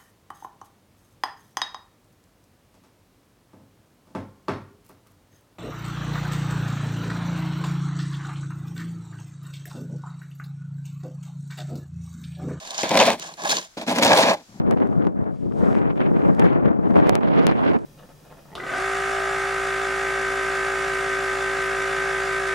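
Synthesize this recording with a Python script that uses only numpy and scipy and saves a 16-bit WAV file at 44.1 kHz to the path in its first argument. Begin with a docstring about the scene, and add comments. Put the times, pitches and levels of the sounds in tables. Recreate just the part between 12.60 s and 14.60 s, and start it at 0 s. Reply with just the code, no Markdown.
"""Two snow shovels on hard ice

A quiet yard with faint air: one plastic shovel scrapes close to the microphone, one farther off to the side.
Each edge sticks and slips: dense uneven clicks ring the blade, thump the load and crush grit and fine dust.
Lumps crack at their own pitch, the near blade lands with short pushes, ice snaps as bright noise, a boot crunches.
Decaying noise gives the short echo of wall and ground; the two microphone ports differ in time and colour."""
import sys
import numpy as np
from scipy import signal
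from scipy.fft import rfft, irfft
from scipy.io import wavfile
from scipy.ndimage import uniform_filter1d

SR = 44100
rng = np.random.default_rng(int(sys.argv[2]) if len(sys.argv) > 2 else 0)


def log_audio(samples):
    """Write samples as a 16-bit WAV file to the path given in sys.argv[1]."""
    # one column per channel
    frames = np.atleast_2d(samples).T
    # limit to full scale, then quantise
    limited = np.clip(frames, -1, 1)
    pcm = np.round(limited * 32767).astype(np.int16)
    wavfile.write(sys.argv[1], SR, pcm)


N = 88200

# colour of the yard air: (frequency [Hz], relative level [dB])
YARD_COLOUR = [(15, -29), (25, 6.5), (66, -5), (293, -4.5), (1440, -7.5), (2840, -11), (4740, -8.5),
               (5140, -7.5), (7310, -10), (8140, -18), (10400, -19), (16000, -25)]
YARD_DB = -55
ECHO_DB, ECHO_T60_S, ECHO_LOW_HZ, ECHO_TOP_HZ = -25, 0.14, 300, 3560

# boot pressing snow: (time [s], level [dB])
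BOOT_LEVEL = [(1.87, -63), (1.876, -54), (1.888, -46), (1.924, -46.5), (2.0, -41)]
BOOT_HZ, BOOT_WIDTH_HZ, BOOT_CRUNCH_DB = 215, 140, -11
BOOT_RIGHT_LAG = 10  # samples

# brittle ice snapping: (time [s], level before colouring [dB])
ICE_TICKS = [(.2925, -18), (0.373, -16), (0.465, -15.5), (.5982, -23), (.837, -30), (0.968, -22),
             (1.3605, -22)]
# colour of the snaps: (frequency [Hz], level [dB])
TICK_COLOUR = [(1500, -30), (3500, -3), (8000, -4), (16000, -11.5)]
TICK_S = 0.0009  # decay constant

# near blade set down hard: (time [s], blade peak [dB], thump peak [dB])
BLADE_LANDINGS = [(.2328, -21.5, -28), (.3065, -16, -30), (1.1703, -29.5, -31), (1.4197, -20, -22)]
LANDING_S = 0.00043  # decay constant of the push

# stretches of scraping, one list each: (time [s], blade ring [dB], low thump re blade [dB],
# grit re blade [dB], treble re blade [dB])
FAR_STRETCHES = [
    [(0.0, -44.5, -28, -1, -14), (0.068, -45, -9.5, 3, -13), (0.104, -39.5, -32, -1.5, -13),
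     (0.158, -39.5, -27, 2.5, -15), (0.188, -29.5, -39, -3, -31), (0.214, -37.5, -14, 8, -13),
     (0.234, -30.5, 0, -3, -16), (0.27, -32, -13, -8.5, -25), (0.3, -39, -2, 5, -17)],
    [(0.595, -46.5, 4, 4, -11), (0.627, -43.5, -16, 5, -14), (0.641, -36, -10.5, -5.5, -18),
     (0.673, -47, -3, 3, -11), (0.691, -36.5, -25, -8.5, -20), (0.703, -48, -7, -1, -15),
     (0.719, -43, -4, -6.5, -17), (0.765, -71, 4, 10, 7), (0.77, -55, -9, -1, -8)],
]
NEAR_STRETCHES = [
    [(0.232, -33.5, 5, -2.5, -23), (0.286, -38.5, -12, 2, -16), (0.296, -40, -4, 0, -10),
     (0.306, -23.5, -8, -10, -26), (0.38, -19.5, -5.5, -7, -16.5), (0.404, -13.5, -13.5, -9.5, -28),
     (0.468, -22.5, -14, -0.5, -14), (0.476, -15.5, -11, -11.5, -27), (0.534, -23.5, -11, -8, -19.5),
     (0.58, -55, 8.5, 1.5, -9), (0.6, -57, -2, 8, 3)],
    [(1.169, -40, 6, -9, -21), (1.177, -31.5, -9, -3, -21), (1.198, -39.5, 0.5, -2.5, -17),
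     (1.206, -45, -2, 2, -15), (1.218, -34, -2, -3.5, -16), (1.26, -52.5, 0, -1, -22),
     (1.265, -49, 12, -5, -15)],
]
# the far scrape carried on firmly: (time [s], blade [dB], thump, grit and treble re blade [dB])
FAR_PUSH = [(0.77, -48, -3, -7, -8), (0.78, -39, -20, -10, -29), (0.842, -33.5, -2.5, -5.5, -11.5),
            (0.85, -25, -21, -10, -19), (0.878, -28.5, -13, -5, -17), (0.902, -31.5, -9, 6, -3),
            (0.926, -23.5, -28, 0.5, -13), (0.936, -34.5, -3, 5.5, -6), (0.964, -32, -4.5, 4, -16),
            (0.984, -31.5, -7.5, 4.5, -11.5), (1.006, -49, 2, 8.5, -4), (1.054, -49.5, -12, 5.5, -6),
            (1.08, -72.5, -3, 15.5, 1), (1.12, -75, -1, 6, 1)]
# the near scrape carried on at length: (time [s], blade [dB], thump, grit and treble re blade [dB])
NEAR_PUSH = [(1.265, -37, 8, -10, -19), (1.279, -22.5, -3, -5.5, -23), (1.311, -20.5, -11, -10.5, -18.5),
             (1.345, -33.5, 4.5, -3, -17), (1.389, -19, -8.5, -7, -20), (1.409, -27, -5, -7, -21),
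             (1.431, -18.5, -4, -1, -14), (1.455, -19, -2, -7, -16), (1.483, -17.5, -8.5, -6, -21.5),
             (1.515, -11, -15.5, -13, -30.5), (1.563, -20.5, -10, -2, -13), (1.593, -13, -32, -8, -21.5),
             (1.617, -17, -11, -8.5, -18), (1.637, -16, -2.5, -1.5, -25), (1.647, -18.5, -10.5, -9.5, -26),
             (1.697, -15, -11, -11.5, -28), (1.743, -24, -20, -12, -25), (1.751, -38, -9, -2.5, -17),
             (1.815, -53.5, 2, -9.5, -28), (1.86, -79, -3.5, 4, -3)]
# delay of the left port behind the right, one per near stretch, the push last [samples];
# negative means left is earlier
NEAR_LEFT_LAGS = [-2.48, -7, -6.5]
FAR_LEFT_LAG = 10.0  # samples

# lumps catching the edge: (time [s], crack level before the common trim [dB], blade drive re that level [dB],
# crack pitch [Hz], crumble decay [ms], treble re that level [dB])
FAR_LUMPS = [(0.0744, -27.5, -33, 4400, 2.2, -15), (0.1067, -23.5, -31, 3560, 5.3, -15),
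             (0.1446, -27.5, -29, 4220, 4, -20), (0.18, -18, -10, 5800, 3.8, -22),
             (0.2084, -20.5, -37, 3880, 2.9, -12), (0.2172, -22.5, -17, 5030, 4.5, -22),
             (0.2922, -18, -27, 3770, 2.7, -20), (0.597, -26, -30, 4000, 1.5, -22),
             (0.629, -41, -16, 4900, 1.8, -26), (0.6414, -29, -12, 3930, 1.1, -21),
             (0.6614, -43, -1, 6540, 2, -27), (0.6904, -35, -8, 3630, 3.3, -23),
             (0.7387, -33, -12, 3720, 2.8, -25), (0.819, -28, -18, 5040, 3.7, -30),
             (0.837, -25, 5.5, 4200, 2.2, -21), (0.8484, -24, -1, 3640, 3.1, -24),
             (0.8744, -23, -5, 3620, 4.6, -27), (0.894, -15.5, -11, 3740, 3.7, -22),
             (0.9028, -13.5, -14.5, 4200, 3.4, -27), (0.9204, -13.5, -3, 4670, 1.3, -26),
             (0.9682, -11.5, -15.5, 4120, 2.5, -32), (0.9854, -19, -23, 5100, 1.9, -27),
             (1.0167, -40, -3, 3650, 1.9, -22), (1.049, -36, -12, 6680, 2.4, -28)]
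NEAR_LUMPS = [(0.2332, -16, -2.5, 2060, 2.1, -17), (0.3076, -17.5, 5, 2100, 2.2, -30),
              (0.3142, -16.5, 6.5, 3700, 2.4, -25), (0.3436, -14, 1.5, 2090, 2.2, -30),
              (0.3546, -10.5, 1.5, 2080, 1.8, -28), (0.3734, -3.5, -3, 2180, 2.16, -21),
              (0.3905, -10.5, -1, 3550, 3.5, -31), (0.4, -5, 1, 2960, 3, -33),
              (0.4125, -7, -4.5, 2340, 1.7, -32), (0.4222, -12, -16, 2490, 1.9, -29),
              (0.4632, -14, -13, 2210, 1.9, -28), (0.5026, -12, -2, 2200, 2.5, -15),
              (1.1776, -32, 3, 4330, 1.8, -23), (1.2134, -28.5, 1, 2270, 1.8, -28),
              (1.2664, -31, -1, 4160, 2.2, -28), (1.276, -31, -4, 4130, 2.2, -20),
              (1.2958, -21.5, -7, 5280, 1.9, -15), (1.3135, -17.5, -1, 2450, 1.3, -18),
              (1.3602, -15.5, -5, 2230, 1.2, -23), (1.385, -11.5, -5.5, 2210, 2.5, -20),
              (1.4251, -9, -8, 2270, 3, -17), (1.4335, -6.5, -4, 2370, 3.4, -24),
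              (1.4483, -11.5, 1.5, 4370, 2.1, -6), (1.4591, -10.5, 3, 2690, 2.5, -24),
              (1.4664, -10.5, -12, 2660, 2.3, -17), (1.4921, -15, -1, 2170, 2, -26),
              (1.532, -8, -3, 2220, 2.5, -30), (1.5863, -9, 1.5, 2450, 1.8, -16),
              (1.633, -18, -12, 2320, 1.3, -23), (1.7344, -24, 6, 2320, 1.8, -15)]
LUMP_TRIM_DB, LUMP_RING_DB, LUMP_Q, LUMP_THUMP_DB = -4.5, -2.7, 5.3, -10.5
OWN_NOISE = 0.43  # noise of lumps and snaps that each port hears on its own, re the common noise
KNOCK_S = 0.00019  # decay constant of a lump's knock on the blade

# modes of the blade: (frequency [Hz], width [Hz], near level [dB], far level [dB])
BLADE_MODES = [(543.8, 58, -2.5, -8), (608.7, 39.3, -0.5, 0.5), (650, 63, -0.5, -0.5), (813, 68, -3.5, -2),
               (923, 76, -5.5, -4), (1044, 137, -6, -1.5), (1148, 280, -13.5, -9.5), (1648, 73, -12.5, -5),
               (2476, 354, -17, -18)]
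# modes of load and shaft: (frequency [Hz], width [Hz], near level [dB], far level [dB])
THUMP_MODES = [(103, 120, -12, -34), (158.2, 39.3, -2.5, 1.5), (234, 83, 3.5, -4), (322, 61, 0.5, -4.5),
               (459, 37, -3, -1)]
# upper modes of the edge, each on its own ice: (frequency [Hz], width [Hz], near level [dB], far level [dB])
EDGE_MODES = [(1840, 150, -32, -8.5), (2370, 200, 7.5, -15), (2600, 140, 2.5, -32), (3390, 78, -24, 1.5),
              (3540, 120, 4, -25), (3810, 140, 6.5, 9.5), (4500, 660, 2, 1.5), (4530, 93, -12.5, -7),
              (5370, 580, -3.5, -0.5), (6030, 540, -7, -4.5), (6790, 770, -7.5, 7), (7380, 170, -11.5, 0.5)]
# crushed grit under the near edge: (frequency [Hz], level [dB])
NEAR_GRIT = [(1200, -2.5), (2500, -2), (3800, 0.5), (5500, -2), (7400, -6), (8400, -20.5), (16000, -35)]
# crushed grit under the far edge: (frequency [Hz], level [dB])
FAR_GRIT = [(1200, -6), (2500, -0.5), (4200, 0), (5500, 1), (7400, 5), (8400, -22.5), (16000, -36)]
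# finest grit: (frequency [Hz], near level [dB], far level [dB])
DUST_COLOUR = [(6000, -13, -37), (8270, 0, -2), (10600, -4.5, -5.5), (12900, -8, -14), (16000, -10, -13)]
# near shovel off to one side: (frequency [Hz], left over right [dB])
NEAR_SIDE = [(200, -5.5), (650, -1.5), (1500, -1), (4600, -0.5), (12000, 5)]
# far shovel off to one side: (frequency [Hz], left over right [dB])
FAR_SIDE = [(200, -5), (650, -3.5), (1500, -2.5), (4600, -1.5), (12000, 1)]
SLIPS_PER_S, SLIP_SCATTER_DB, LOAD_SCATTER_DB = 1500, 3, 2
GRAINS_PER_S, GRAIN_SCATTER_DB = 9000, 3.0
JUDDER_PER_S, JUDDER_DB, GRIT_JUDDER_DB, DUST_JUDDER_DB = 100, 1, 3.5, 2.2
EDGE_DB, PATCH_PER_S, PATCH_DB = -6, 90, -0.5
BLADE_APART, GRIT_APART, DUST_APART = 0.32, 0.65, 0.96  # amplitude of the clicks each port hears on its own
BLADE_LOW_HZ = 300
# bass cut of the sources, near then far [Hz]
LOW_CUTS_HZ = [111.4, 160]

# colour between the microphone ports: (frequency [Hz], left over right [dB])
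PORT_COLOUR = [(100, 6), (650, 2), (1300, 1.5), (2400, 2), (4600, -4), (6200, 3), (7700, 7.5), (10000, 7),
               (15000, -4.5)]
TOP_HZ, CEILING = 16000, 0.95


def undb(db):
    """Amplitude factor of a level in dB."""
    return 10 ** (np.asarray(db) / 20)


def unit(x):
    """Scale to an rms of 1."""
    return x / np.sqrt(np.mean(x ** 2))


def shape(x, table, lag=0.):
    """Colour by (Hz, dB) points and delay by a number of samples, whole or not."""
    f = np.arange(N // 2 + 1) * SR / N
    hz, db = np.array(table, float).T
    gain = undb(np.interp(np.log(f + 1), np.log(hz), db))
    delay = np.exp(-2j * np.pi * f * lag / SR)
    return irfft(rfft(x) * gain * delay, N)


def ring(x, modes):
    """Sum of decaying modes (Hz, width Hz, dB), neighbours in opposite phase."""
    out = 0
    for k, (hz, width, db) in enumerate(modes):
        pole = np.exp((2j * np.pi * hz - np.pi * width) / SR)
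        mode = signal.lfilter([1], [1, -pole], x, axis=-1).imag
        out = out + (-1) ** k * undb(db) * width * mode
    return out


def walk(rate):
    """Random levels held 1 / rate s and slewed; spread near 1."""
    hold = int(SR / rate)
    steps = np.repeat(rng.standard_normal(N // hold + 1), hold)
    return uniform_filter1d(steps, hold // 2)[:N]


def clicks(rate, scatter_db, apart):
    """Dense clicks of random sign and very uneven size, in part common to both ports."""
    chance, sign, size = rng.random((3, 3, N))
    extra_db = scatter_db * np.minimum(-np.log(size + 1e-9), 5)
    train = (chance < rate / SR) * np.sign(sign - .5) * undb(extra_db)
    return unit(np.sqrt(1 - apart ** 2) * train[0] + apart * train[1:])


def yard():
    """Faint still air as coloured noise, alike at both ports only in the bass."""
    noise = rng.standard_normal((2, N))
    mid = shape(noise[0], YARD_COLOUR)
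    side = shape(shape(noise[1], YARD_COLOUR), [(30, -4), (70, -16), (200, -5.5), (1500, 0.5)])
    return unit(np.array([mid + side, mid - side])) * undb(YARD_DB)


def echo(x):
    """Short dull scatter from wall and ground: decaying band-limited noise convolved with the mono sum."""
    t = np.arange(int(.4 * SR)) / SR
    scatter = rng.standard_normal((2, len(t))) * undb(-60 * t / ECHO_T60_S)
    scatter = scatter * (t > .006)  # the way to the reflecting surfaces and back
    scatter = signal.lfilter(*signal.butter(1, [ECHO_LOW_HZ, ECHO_TOP_HZ], "band", fs=SR), scatter)
    scatter = scatter / np.sqrt(np.sum(scatter ** 2) / 2)
    return signal.fftconvolve(x.mean(0)[None], scatter, axes=1)[:, :N] * undb(ECHO_DB)


def boot():
    """Boot settling in snow: grains give way as clicks through a low resonance and a broad crunch."""
    s, db = np.array(BOOT_LEVEL, float).T
    press = clicks(900, 2.2, 0)[0]
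    thud = ring(press, [(BOOT_HZ, BOOT_WIDTH_HZ, 0)])
    thud = unit(ring(thud, [(BOOT_HZ, BOOT_WIDTH_HZ * 2, 0)]))
    crunch = unit(ring(press, [(745, 600, 0)]))
    level = undb(np.interp(np.arange(N) / SR, s, db, left=-120))
    x = (thud + undb(BOOT_CRUNCH_DB) * crunch) * level
    return np.array([x, np.roll(x, BOOT_RIGHT_LAG)])


def ticks():
    """Brittle ice snaps: dry, bright bursts of decaying noise."""
    out = np.zeros((2, N))
    tail = np.exp(-np.arange(300) / (TICK_S * SR))
    noise = rng.standard_normal((len(ICE_TICKS), 3, 300))
    for (s, db), z in zip(ICE_TICKS, noise):
        i = int(s * SR)
        snap = tail * (z[0] + OWN_NOISE * z[1:])
        level = np.sqrt(np.sum(snap ** 2) / np.sum(tail ** 2) / 2)
        out[:, i:i + 300] += undb(db) * snap / level
    return np.array([shape(x, TICK_COLOUR) for x in out])


def landings():
    """The near blade meets the ice: one short push rings blade and load."""
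    out = np.zeros((2, N))
    push = np.exp(-np.arange(300) / (LANDING_S * SR))
    for s, blade_db, thump_db in BLADE_LANDINGS:
        i = int(s * SR)
        for modes, db in ((BLADE_MODES, blade_db), (THUMP_MODES, thump_db)):
            x = np.zeros(N)
            x[i:i + 300] = push
            x = ring(x, [m[:3] for m in modes])
            out += undb(db) * x / np.abs(x).max()
    return out


def lumps(table):
    """Each lump cracks at its own pitch and crumbles for a few ms; returns grit, treble and blade drive."""
    n = np.arange(600)
    noise = rng.standard_normal((len(table), 3, 600))
    grit, treble, blade = np.zeros((2, N + 600)), np.zeros((2, N + 600)), np.zeros(N + 600)
    for (s, db, ring_db, hz, ms, treble_db), z in zip(table, noise):
        i = int(s * SR)
        tail = np.exp(-n / (ms * SR / 1000))
        z = z[0] + OWN_NOISE * z[1:]
        pitched = unit(signal.lfilter(*signal.iirpeak(hz, LUMP_Q, SR), z))
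        crack = tail * (z + undb(LUMP_RING_DB) * pitched)
        level = np.sqrt(np.sum(crack ** 2) / np.sum(tail ** 2) / 2)
        grit[:, i:i + 600] += undb(db + LUMP_TRIM_DB) * crack / level
        treble[:, i:i + 600] += undb(db + treble_db) * tail ** 2 * unit(z)
        blade[i:i + 600] += undb(db + ring_db) * np.exp(-n / (KNOCK_S * SR))
    return grit[:, :N], treble[:, :N], blade[:N]


def shovel(stretches, lags, lump_table, column, grit_colour, side):
    """Slips ring the blade, the load thumps and grains crush under the edge; blade and grains judder together."""
    t = np.arange(N) / SR
    judder = walk(JUDDER_PER_S)

    def pick(modes):
        return [(m[0], m[1], m[column]) for m in modes]

    def blade(x):
        high = signal.butter(2, BLADE_LOW_HZ, "high", fs=SR)
        return signal.lfilter(*high, ring(x, pick(BLADE_MODES)))

    def thump(x):
        return ring(x, pick(THUMP_MODES))

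    def grit(x):
        return shape(x, grit_colour)

    def fine(x):
        return shape(x, [(m[0], m[column - 1]) for m in DUST_COLOUR])

    def scale(body, x):
        return 1 / np.sqrt(np.mean(body(x) ** 2))

    slips = clicks(SLIPS_PER_S, SLIP_SCATTER_DB, BLADE_APART) * undb(JUDDER_DB * judder)
    load = clicks(SLIPS_PER_S, LOAD_SCATTER_DB, 0)
    grain_judder = (judder + walk(JUDDER_PER_S * 2)) / 2
    grains = clicks(GRAINS_PER_S, GRAIN_SCATTER_DB, GRIT_APART) * undb(GRIT_JUDDER_DB * grain_judder)
    dust = clicks(GRAINS_PER_S, GRAIN_SCATTER_DB, DUST_APART) * undb(DUST_JUDDER_DB * judder)
    edge = unit(sum(ring(grains * undb(PATCH_DB * walk(PATCH_PER_S)), [m]) for m in pick(EDGE_MODES)))
    crack, spit, knock = lumps(lump_table)

    # steady scraping brings each body to an rms of 1
    blade_gain, thump_gain = scale(blade, slips), scale(thump, load)
    grit_gain, fine_gain = scale(grit, grains), scale(fine, dust)
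    left = [(hz, db / 2) for hz, db in side]
    right = [(hz, -db / 2) for hz, db in side]
    out = np.zeros((2, N))
    for rows, lag in zip(stretches, lags):
        s, db, low_db, grit_db, treble_db = np.array(rows, float).T
        on = (t >= s[0]) & (t < s[-1])

        def env(level_db):
            return on * undb(np.interp(t, s, level_db))

        x = blade_gain * blade(slips * env(db) + on * knock)
        x = x + thump_gain * thump(load * env(db + low_db) + undb(LUMP_THUMP_DB) * on * knock)
        x = x + grit_gain * grit(grains * env(db + grit_db) + on * crack)
        x = x + edge * env(db + grit_db + EDGE_DB)
        x = x + fine_gain * fine(dust * env(db + treble_db) + on * spit)
        out += [shape(x[0], left, max(lag, 0)), shape(x[1], right, max(-lag, 0))]
    return out


def scene():
    """Yard air and echo behind the far shovel, the near shovel and the small sounds beside it."""
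    far = shovel(list(FAR_STRETCHES) + [FAR_PUSH], [FAR_LEFT_LAG] * 3, FAR_LUMPS,
                 column=3, grit_colour=FAR_GRIT, side=FAR_SIDE)
    near = shovel(list(NEAR_STRETCHES) + [NEAR_PUSH], NEAR_LEFT_LAGS, NEAR_LUMPS,
                  column=2, grit_colour=NEAR_GRIT, side=NEAR_SIDE)
    near = near + landings() + ticks() + boot()
    work = np.zeros((2, N))
    # the deep bass is cut away, at its own corner for the near and the far shovel
    for x, hz in zip((near, far), LOW_CUTS_HZ):
        work += signal.sosfilt(signal.butter(4, hz, "high", fs=SR, output="sos"), x)
    return work + echo(work) + yard()


def record(dry):
    """Each microphone port has its own colour; peaks are rounded and the top is cut steeply."""
    left = shape(dry[0], [(hz, db / 2) for hz, db in PORT_COLOUR])
    right = shape(dry[1], [(hz, -db / 2) for hz, db in PORT_COLOUR])
    both = np.array([left, right])
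    both = both / (1 + (both / CEILING) ** 4) ** .25
    return signal.sosfilt(signal.ellip(10, .2, 70, TOP_HZ, fs=SR, output="sos"), both)


dry = scene()
out = record(dry)
log_audio(out)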